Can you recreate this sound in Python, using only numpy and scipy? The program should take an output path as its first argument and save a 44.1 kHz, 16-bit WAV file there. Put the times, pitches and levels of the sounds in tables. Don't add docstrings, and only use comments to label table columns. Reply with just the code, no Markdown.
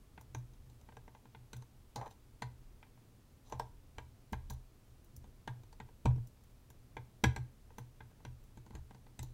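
import sys
import numpy as np
from scipy import signal
from scipy.fft import rfft, irfft
from scipy.io import wavfile
from scipy.ndimage import uniform_filter1d

SR = 44100
rng = np.random.default_rng(int(sys.argv[2]) if len(sys.argv) > 2 else 0)


def master_out(mix):
    frames = np.transpose(np.atleast_2d(mix))
    ceiling = np.clip(frames, -1, 1)
    pcm = np.round(ceiling * 32767).astype(np.int16)
    wavfile.write(sys.argv[1], SR, pcm)


def natural_amplitude(level_db):
    exponent = np.asarray(level_db, float) / 20
    return 10 ** exponent


N = 411453

# f/Hz, density/dB
AIR_SPECTRUM = [(59, -58), (100, -0.5), (126, -6.5), (163, -12.5), (238, -10.5), (306, -14.5), (603, -22),
                (919, -25.5), (1290, -27.5), (1590, -30.5), (15600, -38)]
SWAY_SPECTRUM = [(8.8, -22.5), (15, -1.5), (38, 1.5), (54, -9.5), (76, 0.5), (97, -17), (110, -21.5),
                 (140, -56), (240, -120)]
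# f/Hz, width/Hz, level/dB
WHINE = (12750, 150, -96)
# t/s, level/dB
HAND_PRESSURE = [(0.0, -59.5), (0.26, -62), (0.57, -60), (1.01, -62.5), (1.32, -67), (2.41, -61.5),
                 (3.17, -65.5), (3.66, -57.5), (3.87, -63.5), (4.34, -65), (4.49, -50), (4.7, -63),
                 (5.9, -63), (6.21, -61), (6.65, -65), (7.51, -63.5), (7.74, -61), (9.33, -62)]
# f/Hz, level/dB, t60/s
TABLE_MODES = [(79, -16, 0.25), (122, 0, 0.24)]
STEEL_MODES = [(4080, -1, .004), (4900, -2, .003), (6100, -1, .005), (7000, -2, .004), (8250, -6, .003),
               (9500, -9, .003), (11500, -10, .003), (13200, -13, .003), (15000, -15, .003)]
LOCK_MODES = [(1290, -15, .01), (1498, -12, .012), (1611, -3, .028), (1860, -3, .012), (2032, -4, .015),
              (2320, -3, .01), (2600, -6, .008), (2976, -7, .01), (3265, -10, .008)]
VISE_MODES = [(466, -8.5, 0.049), (654, -7.5, 0.027), (814, 2.5, 0.017), (894.6, 7.5, 0.018),
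              (969, -15.5, 0.09), (1014, -15, 0.054)]
STAND_MODES = [(79, 7, 0.027), (184.3, -8.5, 0.072), (212.3, 4.5, 0.047), (318, -7.5, 0.11),
               (344, -10, 0.04), (384, -1.5, 0.024)]
LEG_MODES = [(32.3, -1.5, 0.7), (56.3, 5.5, 0.3), (72.4, 8, 0.25)]
# f/Hz, t60/s
ROOM_DECAY = [(100, 0.43), (500, 0.29), (2000, 0.28), (6000, 0.23), (15000, 0.11)]
# t/s, vise level/dB, lock level/dB, steel level/dB, table level/dB
SETS = [(0.177, -54.5, -51.5, -83, -53.5), (0.3481, -47, -44.5, -43.5, -39),
        (0.9685, -51.5, -51.5, -59, -56), (1.348, -53.5, -51.5, -81, -53), (1.532, -54.5, -49, -44, -44),
        (1.96, -41.5, -50.5, -37, -42.5), (2.4215, -39.5, -40.5, -41.5, -40.5),
        (2.828, -58.5, -53, -71, -74), (3.5238, -39.5, -47.5, -46.5, -43.5),
        (3.5969, -33.5, -46, -41.5, -58), (3.9832, -44.5, -40.5, -52, -48.5), (4.331, -39, -40, -48.5, -41),
        (4.4996, -63, -60, -45.5, -40.5), (5.476, -40.5, -43, -48, -39.5), (5.801, -47.5, -46, -57, -45),
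        (6.0565, -32, -38, -41, -22), (6.9678, -43.5, -42, -56.5, -44.5),
        (7.2396, -29, -21.5, -26.5, -21.5), (7.3625, -45, -41, -42, -43), (7.783, -47.5, -50.5, -52, -43.5),
        (8.0053, -54, -53.5, -94, -53), (8.2505, -52, -47, -50.5, -41), (8.752, -57.5, -51, -52, -41.5),
        (9.192, -53.5, -50.5, -41, -39.5)]
# t/s, vise level/dB, steel level/dB, table level/dB
REBOUNDS = [(0.2106, -59, -65, -60), (1.5652, -69, -56, -49), (2.0129, -43.5, -55, -54),
            (2.0632, -49, -73, -67), (2.0769, -60, -62, -61), (2.1106, -64, -54.5, -69),
            (3.5468, -58, -71, -46.5), (3.612, -62, -70, -52), (4.5053, -50.5, -64, -46),
            (6.106, -54, -81, -47), (6.1608, -64, -65, -38), (6.1807, -62, -72, -37),
            (7.255, -48, -47, -39), (7.3769, -51, -72, -36), (9.2305, -56.5, -46.5, -45)]
# t/s, vise level/dB, steel level/dB, stand level/dB
TOUCHES = [(0.5361, -72, -66, -63.5), (0.6993, -71, -61, -67), (0.8132, -71, -62, -72),
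           (0.8878, -56, -72, -57), (0.922, -61, -79, -71), (1.0789, -54, -68, -57),
           (1.1491, -56, -67, -62), (1.255, -59, -72, -58), (1.623, -61.5, -57, -66),
           (2.867, -71, -80, -72), (2.975, -66.5, -88, -81), (3.4987, -63, -58, -67),
           (5.242, -62, -66, -56), (5.6344, -66, -62, -58.5), (5.7275, -59.5, -58, -68),
           (5.888, -63, -81, -75), (6.2724, -79, -74, -71), (6.703, -65, -59, -61.5),
           (7.7042, -61, -85, -73), (8.1115, -66.5, -68, -66), (8.203, -64.5, -85, -64),
           (8.5733, -61.5, -59, -48.5), (8.6637, -61.5, -62, -59), (8.707, -58.5, -65, -50.5),
           (8.9083, -57, -63, -56), (8.947, -60.5, -62, -56), (9.0664, -62.5, -69, -67)]
# t/s, level/dB
GRAZES = [(0.2114, -52), (0.3844, -57), (1.5678, -50), (3.498, -56), (4.3253, -45.5), (4.503, -40),
          (4.535, -50), (5.0452, -56), (5.165, -44), (6.272, -51.5), (6.4094, -72), (6.4378, -58),
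          (6.702, -49), (6.052, -59), (3.593, -56), (7.238, -43), (7.784, -44), (8.4394, -59), (9.19, -59),
          (9.229, -43.5)]
# t/s, leg level/dB, stand level/dB
JOLTS = [
    (0.348, -51, -52),
    (2.42, -51, -62),
    (3.973, -49.5, -60),
    (4.323, -39, -39.5),
    (4.498, -42, -56),
    (5.171, -51.5, -59.5),
    (6.05, -30.5, -46),
    (7.236, -42.5, -32),
    (8.743, -44, -53.5),
    (9.19, -41.5, -52),
]
# t/s, length/s, vise level/dB, steel level/dB
DRAGS = [
    (1.506, .12, -74, -86),
    (1.951, 0.13, -48.5, -73),
    (2.057, 0.026, -70, -67),
    (2.103, 0.027, -73, -68),
    (3.442, 0.12, -74, -71.5),
    (3.497, 0.098, -60.5, -89),
    (3.585, 0.097, -68, -78),
    (4.497, 0.055, -63.5, -68),
    (8.72, .08, -66, -82),
    (9.186, 0.13, -79, -75),
]

LEAD = 110


def evened(x):
    return x / np.sqrt(np.mean(x ** 2) + 1e-20)


def read(points, hz):
    f, value = np.transpose(points)
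    return np.interp(np.log(hz + 1), np.log(f + 1), value, left=value[0], right=value[-1])


def add(mix, s, sound):
    part = mix[max(round(s * SR), 0):][:len(sound)]
    part += sound[:len(part)]


def ring(modes, seconds, chance, spread_db, rise, detune=0.0031):
    t = np.arange(round(seconds * SR)) / SR
    hz, db, t60 = np.transpose(modes)[:, :, None]
    share, shift = chance[:2 * len(modes)].reshape(2, -1, 1)
    decay = natural_amplitude(db + spread_db * share - 60 * t / t60)
    out = (decay * np.sin(2 * np.pi * hz * (1 + detune * shift) * t)).sum(0)
    out = out * (1 - np.exp(-t / rise))
    return out / abs(out).max()


def coloured(spectrum):
    hz = np.fft.rfftfreq(N, 1 / SR)
    noise = rfft(rng.standard_normal(N))
    return evened(irfft(noise * natural_amplitude(read(spectrum, hz)), N))


def air():
    return natural_amplitude(-66) * coloured(AIR_SPECTRUM)


def whine():
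    hz, width, db = WHINE
    return natural_amplitude(db) * coloured([(hz - 3 * width, -60), (hz, 0), (hz + 3 * width, -60)])


def fidget():
    size = round(0.11 * SR)
    return evened(uniform_filter1d(uniform_filter1d(rng.standard_normal(N), size), size))


def bench():
    press_db = np.interp(np.arange(N) / SR, *np.transpose(HAND_PRESSURE))
    table = ring(TABLE_MODES, 0.33, np.zeros(4), spread_db=0, rise=0.0024)
    hum = evened(signal.oaconvolve(rng.standard_normal(N), table)[:N])
    sway = coloured(SWAY_SPECTRUM) * natural_amplitude(press_db + 1.5 + fidget())
    hum_db = -68.5 + 0.35 * (press_db - press_db.mean()) + 3.5 * fidget()
    return sway + hum * natural_amplitude(hum_db)


def chatter(body, grit, length, first, tail_db):
    t = np.arange(len(grit)) / SR
    burst = (1 - np.exp(-t / 0.0028)) * np.exp(-t / length)
    rattle = natural_amplitude(tail_db) * np.exp(-t / 0.016)
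    drive = grit * abs(grit) * (burst + rattle)
    drive[LEAD] += first * np.linalg.norm(drive)
    drive[:LEAD] *= natural_amplitude(-9)
    out = signal.fftconvolve(body, drive)
    return out / abs(out).max()


def slips():
    rows = []
    for s, vise, lock, steel, table in SETS:
        stand = vise + 0.71 * (table - vise) - 4
        rows.append((s, lock, table, stand, vise, steel))
    for s, vise, steel, table in REBOUNDS:
        stand = vise + 0.7 * (table - vise) - 4
        rows.append((s, vise - 5, table, stand, vise, steel))
    for s, vise, steel, stand in TOUCHES:
        rows.append((s, vise - 3, stand - 2, stand, vise, steel))
    return sorted(rows)


def click(row, chance, grit):
    s, lock_db, table_db, stand_db, vise_db, steel_db = row
    out = np.zeros(round(.62 * SR))

    steel = ring(STEEL_MODES, .015, chance, spread_db=1.5, rise=.0001, detune=.05)
    add(out, 0, natural_amplitude(steel_db + 4.5) * chatter(steel, grit, length=0.0029, first=0.8, tail_db=-17.0))

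    lock = ring(LOCK_MODES, .07, chance[20:], spread_db=1.5, rise=0.00016, detune=0.014)
    add(out, .0006, natural_amplitude(lock_db + 5.0) * chatter(lock, grit[::-1], length=0.0046, first=0.65, tail_db=-22))

    vise = ring(VISE_MODES, 0.16, chance[40:], spread_db=1.5, rise=0.0028)
    add(out, .0005, natural_amplitude(vise_db + 6.0) * chatter(vise, -grit, length=0.0018, first=1.49, tail_db=-13.5))

    stand = ring(STAND_MODES, .25, chance[52:], spread_db=3.5, rise=0.0023)
    add(out, .0011, -natural_amplitude(stand_db + 5) * stand)

    table = ring(TABLE_MODES, .6, chance[64:], spread_db=4.5, rise=0.014)
    add(out, .014, natural_amplitude(table_db) * table)
    return s - .0007 - (LEAD - 40) / SR, out


def pins():
    mix, rows = np.zeros(N), slips()
    chance = rng.standard_normal((len(rows), 70 + 2600))
    for row, c in zip(rows, chance):
        add(mix, *click(row, c[:70], c[70:]))
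    return mix


def tail():
    taps = np.zeros(SR // 2)
    at = np.arange(200, len(taps) - 20, 20)
    taps[at + rng.integers(0, 20, len(at))] = rng.choice([-1., 1.], len(at))
    hz, t, z = signal.stft(taps, SR, nperseg=256)
    decay = natural_amplitude(-60 * t / read(ROOM_DECAY, hz)[:, None])
    out = signal.istft(z * decay, SR, nperseg=256)[1]
    return out / np.linalg.norm(out)


def room(x):
    turn = 2 * np.pi * np.arange(N) / SR * 1.37
    return sum(signal.oaconvolve(x * feed, tail())[:N] for feed in (np.sin(turn), np.cos(turn)))


def grazes():
    mix = np.zeros(N)
    tip = ring(STEEL_MODES[2:], .006, np.zeros(20), spread_db=0, rise=.0001)
    tip = np.diff(tip, 3)
    for (s, db), grit in zip(GRAZES, rng.standard_normal((len(GRAZES), 1500))):
        add(mix, s - LEAD / SR, natural_amplitude(db) * chatter(tip, grit, length=0.0036, first=.6, tail_db=-18))
    return mix


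def jolts():
    mix = np.zeros(N)
    for (s, leg_db, stand_db), chance in zip(JOLTS, rng.standard_normal((len(JOLTS), 6))):
        add(mix, s, natural_amplitude(leg_db) * ring(LEG_MODES, 0.23, chance, spread_db=-1.5, rise=.012))
        add(mix, s, natural_amplitude(stand_db) * ring(STAND_MODES[1:4], .15, chance, spread_db=0.5, rise=.003))
    return mix


def drags():
    size = natural_amplitude(0.75 * np.minimum(rng.exponential(1, N), 4))
    happens = rng.random(N) < 1500 / SR
    grit = size * happens * rng.choice([-1., 1.], N)
    still = np.zeros(70)
    jaws = ring(VISE_MODES[1:] + LOCK_MODES[:2], .1, still, spread_db=0, rise=0.00024)
    steel = ring(STEEL_MODES, .02, still, spread_db=0, rise=0.00016)
    dull = evened(signal.oaconvolve(grit, jaws)[:N])
    bright = evened(signal.oaconvolve(grit, steel)[:N])
    mix = np.zeros(N)
    for s, length, vise_db, steel_db in DRAGS:
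        span = slice(round(s * SR), round((s + length) * SR))
        sound = dull[span] * natural_amplitude(vise_db) + bright[span] * natural_amplitude(steel_db)
        stroke_db = np.interp(np.linspace(0, 1, len(sound)), [0, 0.18, 1], [-17, 0, -5])
        add(mix, s, sound * natural_amplitude(stroke_db) * signal.windows.tukey(len(sound), .15))
    return mix


def scene():
    near = pins() + grazes() + drags()
    mix = near + natural_amplitude(-15.5) * room(near)
    mix = mix + jolts() + air() + whine() + bench()
    return mix[None]


def low_pass(x):
    return signal.sosfilt(signal.butter(12, 16500, fs=SR, output="sos"), x)


def record(dry):
    edge = signal.firwin(301, 15900, window=("kaiser", 5), fs=SR)[None]
    passed = signal.oaconvolve(dry, edge, "same")
    mix = passed + natural_amplitude(-41) * (dry - passed)
    return low_pass(mix)


dry = scene()
out = record(dry)
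master_out(out)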